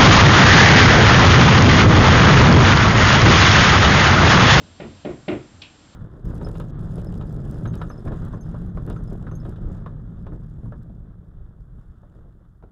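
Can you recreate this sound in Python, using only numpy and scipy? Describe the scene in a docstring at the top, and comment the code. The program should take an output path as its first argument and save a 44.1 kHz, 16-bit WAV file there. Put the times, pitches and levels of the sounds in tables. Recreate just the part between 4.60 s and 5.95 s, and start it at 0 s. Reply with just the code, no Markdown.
"""Three dull knocks, each harder than the last, come through the ceiling of a quiet room.
Each is damped panel notes, a crack and a noisy rattle with thin notes, one rebound,
and a swelling boom of reverberant noise and ceiling modes. Soft bumps (low noise and a joist note)
lie around them; one small sharp click (a noise burst and its reverberation) comes near the end.
Beneath: shaped noise for low rumble and faint hiss, and two sines for a thin electrical whine."""
import sys
import numpy as np
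from scipy import signal
from scipy.fft import rfft, irfft
from scipy.io import wavfile

SR = 44100
rng = np.random.default_rng(int(sys.argv[2]) if len(sys.argv) > 2 else 0)


def generate_wav(signal):
    """Clip the signal to [-1, 1] and save it as 16-bit WAV at the path in sys.argv[1]."""
    frames = np.transpose(np.atleast_2d(signal))
    scaled = np.clip(frames, -1, 1) * 32767
    pcm = np.round(scaled).astype(np.int16)
    wavfile.write(sys.argv[1], SR, pcm)


N = 59535
T, HZ = np.arange(N) / SR, np.fft.rfftfreq(2 * N, 1 / SR)

# Knocks: (time [s], level [dB], bass [dB], ceiling modes [dB], panel front [dB], rattle and crack [dB],
# rebound delay [s]); the four part levels are relative
KNOCK_BLOWS = [(0.199, -7.5, 2, -7, 2, -3, .03), (0.448, -4, 4, 1, 2, -6.5, 0.041),
               (0.68, 0.5, -1, 2, 0, -1, 0.033)]
# Quickly damped notes of the struck panel: (frequency [Hz], relative level [dB], t60 [s])
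PANEL_MODES = [(182.7, 2.5, 0.09), (464, -11, .05), (580, 3, .08), (782, -8, .09), (831, -13, 0.15),
               (980, -18, 0.05)]
# Ceiling modes: (frequency [Hz], relative level [dB], t60 [s])
CEILING_MODES = [(66, -23, .4), (128, -15, .42), (169, -11, .4), (203, -15, .34), (240, -15, .45),
                 (291, -5, .27), (308, -3, .26), (342, -1, .25), (367, 0, .27), (425, -2, .23),
                 (521, -14, .28), (572, -8, .2), (604, -8, .2), (640, -15, .24), (695, -15, .28),
                 (762, -14, .22)]
# Dense response of ceiling and room to a blow: (frequency [Hz], relative density [dB per Hz])
BOOM_COLOUR = [(25, -20.5), (65, -9), (130, 0), (210, -1), (330, 2), (430, -7), (500, -8.5), (600, -8),
               (800, -18), (1050, -18), (1600, -28.5), (4000, -52)]
# Rattle of the ceiling's surface: (frequency [Hz], relative density [dB per Hz])
RATTLE_COLOUR = [(300, -22), (900, -11.5), (1400, 2.5), (1650, -6.5), (1900, 3), (2450, -0.5), (3100, -5),
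                 (3900, -10.5), (4800, -22), (8000, -38.5)]
# Thin notes in the rattle: (frequency [Hz], relative level [dB], t60 [s])
RATTLE_NOTES = [(1085, -6, .3), (1428, -1, .3), (1880, -1, .22), (2140, -5, .25), (2176, -4, .25),
                (2467, 0, .3), (2833, -6, .27), (3890, -13, .3)]
# Reverberation: (band centre [Hz], t60 [s])
ROOM_DECAY = [(60, .36), (150, .34), (400, .26), (1000, .31), (2500, .33), (5000, .27)]
# Soft bumps overhead: (time [s], level [dB], upper edge [Hz])
SOFT_BUMPS = [(-0.015, -40.5, 420), (0.025, -46.5, 280), (0.245, -37, 280), (0.94, -43, 121)]
# Small sharp click: (time [s], reverberation level [dB])
CLICK_S, CLICK_TAIL_DB = (1.0175, -40.5)
# Click reverberation: (frequency [Hz], relative density [dB per Hz])
CLICK_TAIL_COLOUR = [(200, -14), (700, -8), (1300, -18.5), (1900, -10), (2200, -9), (2500, 1.5),
                     (3200, -1.5), (4200, -8.5), (5200, -16), (8000, -37.5)]
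# Background noise: (frequency [Hz], relative density [dB per Hz])
FLOOR_COLOUR = [(15, -48.5), (28, -9), (60, -4.5), (96, -5.5), (190, -7), (240, -7), (310, -5.5),
                (400, -17), (540, -14.5), (680, -15), (980, -17.5), (1480, -18.5), (2360, -24.5),
                (3700, -23.5), (7250, -28.5), (8600, -40)]
# Faint upper hiss: (time [s], level [dB])
HISS_LEVEL = [(0, -60.5), (0.38, -59.5), (0.6, -67), (0.9, -68), (1.35, -64)]
# Electrical whine: (frequency [Hz], RMS level [dB])
WHINE_TONES = [(7381, -67.5), (8619, -81.5)]

# *_RISE_S: time constants; *_WIDTH: Gaussian sigma [natural-log frequency]
PANEL_DB, PANEL_RISE_S = -26, 0.0014
BOOM_DB, BOOM_RISE_S, BOOM_HOLD_S = -27.5, 0.0083, 0.057
MODES_DB, MODES_RISE_S = -18, 0.028
DETUNE_FRACTION = 0.0033  # standard deviation, drawn afresh at each ringing
BASS_HZ, BASS_LAG_S = 165, 0.01434
RATTLE_DB, RATTLE_RISE_S, RATTLE_NOTES_DB = -33, 0.0026, -8
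CRACK_DB, CRACK_LAG_S, CRACK_SPREAD_S, CRACK_HZ, CRACK_WIDTH = -32, 0.0058, 0.0029, 2360, 0.35
REBOUND_SURFACE_DB, REBOUND_PANEL_DB = -11, -15.5
BUMP_RISE_S, BUMP_LOW_HZ = 0.0059, 71
JOIST_HZ, JOIST_DB, JOIST_T60_S = 92.4, -4, 0.82
SNAP_DB, SNAP_LAG_S, SNAP_SPREAD_S, SNAP_HZ, SNAP_WIDTH = -35.5, 0.004, 0.0022, 3430, 0.25
CLICK_TAIL_RISE_S = 0.00083
FLOOR_DB, HISS_HZ, HISS_WIDTH = -52, 3300, 0.37
EDGE_HZ = 8600


def knocks():
    """Each blow sounds panel, surface and boom; the bass lags, and panel and surface rebound once."""
    out = np.zeros(N)
    bass_gain = 1 / (1 + (HZ / BASS_HZ) ** 4)
    for time_s, level_db, bass_db, modes_db, front_db, surface_db, rebound_s in KNOCK_BLOWS:
        front = panel_front(front_db)
        body = ceiling_body(modes_db)
        surface = amp(level_db + surface_db) * ceiling_surface()
        add(out, time_s, amp(level_db) * (front + shaped(body, 1 - bass_gain)))
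        add(out, time_s + BASS_LAG_S, amp(level_db + bass_db) * shaped(body, bass_gain))
        add(out, time_s, surface)
        rebound = amp(REBOUND_SURFACE_DB) * surface + amp(level_db + REBOUND_PANEL_DB) * front
        add(out, time_s + rebound_s, rebound)
    return out


def panel_front(front_db):
    """Firm front: the struck panel's modes, heavily damped."""
    return amp(PANEL_DB + front_db) * ringing(PANEL_MODES) * rise(PANEL_RISE_S)


def ceiling_body(modes_db):
    """Swelling boom: dense reflections plus the ceiling's discrete modes."""
    boom = amp(BOOM_DB) * tail(amp(read(BOOM_COLOUR, HZ)), BOOM_HOLD_S) * rise(BOOM_RISE_S)
    modes = amp(MODES_DB + modes_db) * ringing(CEILING_MODES) * rise(MODES_RISE_S)
    return boom + modes


def ceiling_surface():
    """Surface rattle: decaying noise and thin notes, with a short noise crack."""
    grains = tail(amp(read(RATTLE_COLOUR, HZ)))
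    notes = amp(RATTLE_NOTES_DB) * ringing(RATTLE_NOTES)
    rattle = (grains + notes) * rise(RATTLE_RISE_S)
    crack = burst(CRACK_HZ, CRACK_WIDTH, CRACK_LAG_S, CRACK_SPREAD_S)
    return amp(RATTLE_DB) * rattle + amp(CRACK_DB) * crack


def bumps():
    """Soft shifts of weight stir only the bass and the joists' low note."""
    out = np.zeros(N)
    low_ratio = (HZ / BUMP_LOW_HZ) ** 2
    joist_decay = np.exp(-np.log(1000) * T / JOIST_T60_S)
    joist = amp(JOIST_DB) * np.sin(2 * np.pi * JOIST_HZ * T) * joist_decay
    for time_s, level_db, edge_hz in SOFT_BUMPS:
        thud = tail(low_ratio / (1 + low_ratio) / (1 + (HZ / edge_hz) ** 3))
        add(out, time_s, amp(level_db) * rise(BUMP_RISE_S) * (thud + joist))
    return out


def click():
    """A small hard snap inside the room, and its reverberation."""
    out = np.zeros(N)
    snap = burst(SNAP_HZ, SNAP_WIDTH, SNAP_LAG_S, SNAP_SPREAD_S)
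    reverberation = tail(amp(read(CLICK_TAIL_COLOUR, HZ))) * rise(CLICK_TAIL_RISE_S)
    add(out, CLICK_S, amp(SNAP_DB) * snap)
    add(out, CLICK_S, amp(CLICK_TAIL_DB) * reverberation)
    return out


def background():
    """Steady shaped noise weighted to the lows, hiss of varying level, and a steady whine."""
    floor = amp(FLOOR_DB) * noise(amp(read(FLOOR_COLOUR, HZ)))
    hiss_level = amp(np.interp(T, *np.transpose(HISS_LEVEL)))
    hiss = hiss_level * noise(hump(HISS_HZ, HISS_WIDTH))
    whine = sum(amp(db) * np.sqrt(2) * np.sin(2 * np.pi * hz * T) for hz, db in WHINE_TONES)
    return floor + hiss + whine


def ringing(modes):
    """Exponentially decaying, slightly detuned sines; neighbours start in opposite directions."""
    out = np.zeros(N)
    drift = 1 + DETUNE_FRACTION * rng.standard_normal(len(modes))
    for k, (hz, db, t60_s) in enumerate(modes):
        decay = np.exp(-np.log(1000) * T / t60_s)
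        out += (-1) ** k * amp(db) * decay * np.sin(2 * np.pi * hz * drift[k] * T)
    return out


def tail(gain, hold_s=0):
    """Dense reflections of one colour; each band holds, then dies at the room's rate."""
    out = np.zeros(N)
    spectrum = rfft(noise(gain), 2 * N)
    centres_hz = [hz for hz, _ in ROOM_DECAY]
    for share, (_, t60_s) in zip(np.eye(len(ROOM_DECAY)), ROOM_DECAY):
        # overlapping bands, triangular in log frequency, that sum to one
        band = irfft(spectrum * read(list(zip(centres_hz, share)), HZ))[:N]
        out += band * np.exp(-np.log(1000) * np.maximum(T - hold_s, 0) / t60_s)
    return out


def burst(hz, width, lag_s, spread_s):
    """A few milliseconds of noise around one pitch, under a Gaussian envelope."""
    return noise(hump(hz, width)) * np.exp(-0.5 * ((T - lag_s) / spread_s) ** 2)


def hump(hz, width):
    """Gaussian gain in log frequency."""
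    return np.exp(-0.5 * (np.log((HZ + 1) / hz) / width) ** 2)


def noise(gain):
    """Gaussian noise of the given colour and unit RMS."""
    return evened(shaped(rng.standard_normal(N), gain))


def shaped(x, gain):
    """Filters by a gain for each frequency."""
    return irfft(rfft(x, 2 * N) * gain)[:N]


def evened(x):
    """Scales to unit RMS."""
    return x / np.sqrt(np.mean(x ** 2) + 1e-20)


def rise(seconds):
    """Exponential approach to one."""
    return 1 - np.exp(-T / seconds)


def read(points, hz):
    """Interpolates a table in log frequency."""
    f, value = np.transpose(points)
    return np.interp(np.log(hz + 1), np.log(f + 1), value)


def amp(db):
    """Decibels to amplitude."""
    return 10 ** (np.asarray(db) / 20)


def add(mix, time_s, sound):
    """Mixes a sound in at a time, trimmed to both ends."""
    start = round(time_s * SR)
    part, sound = mix[max(start, 0):], sound[max(-start, 0):]
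    part[:len(sound)] += sound[:len(part)]


def scene():
    """Sums all sources into one channel."""
    return (knocks() + bumps() + click() + background())[None]


def record(dry):
    """The recorder's band limit: a linear-phase low-pass."""
    lowpass = signal.firwin(301, EDGE_HZ, window=("kaiser", 9), fs=SR)
    return signal.oaconvolve(dry, lowpass[None], "same")


dry = scene()
out = record(dry)
generate_wav(out)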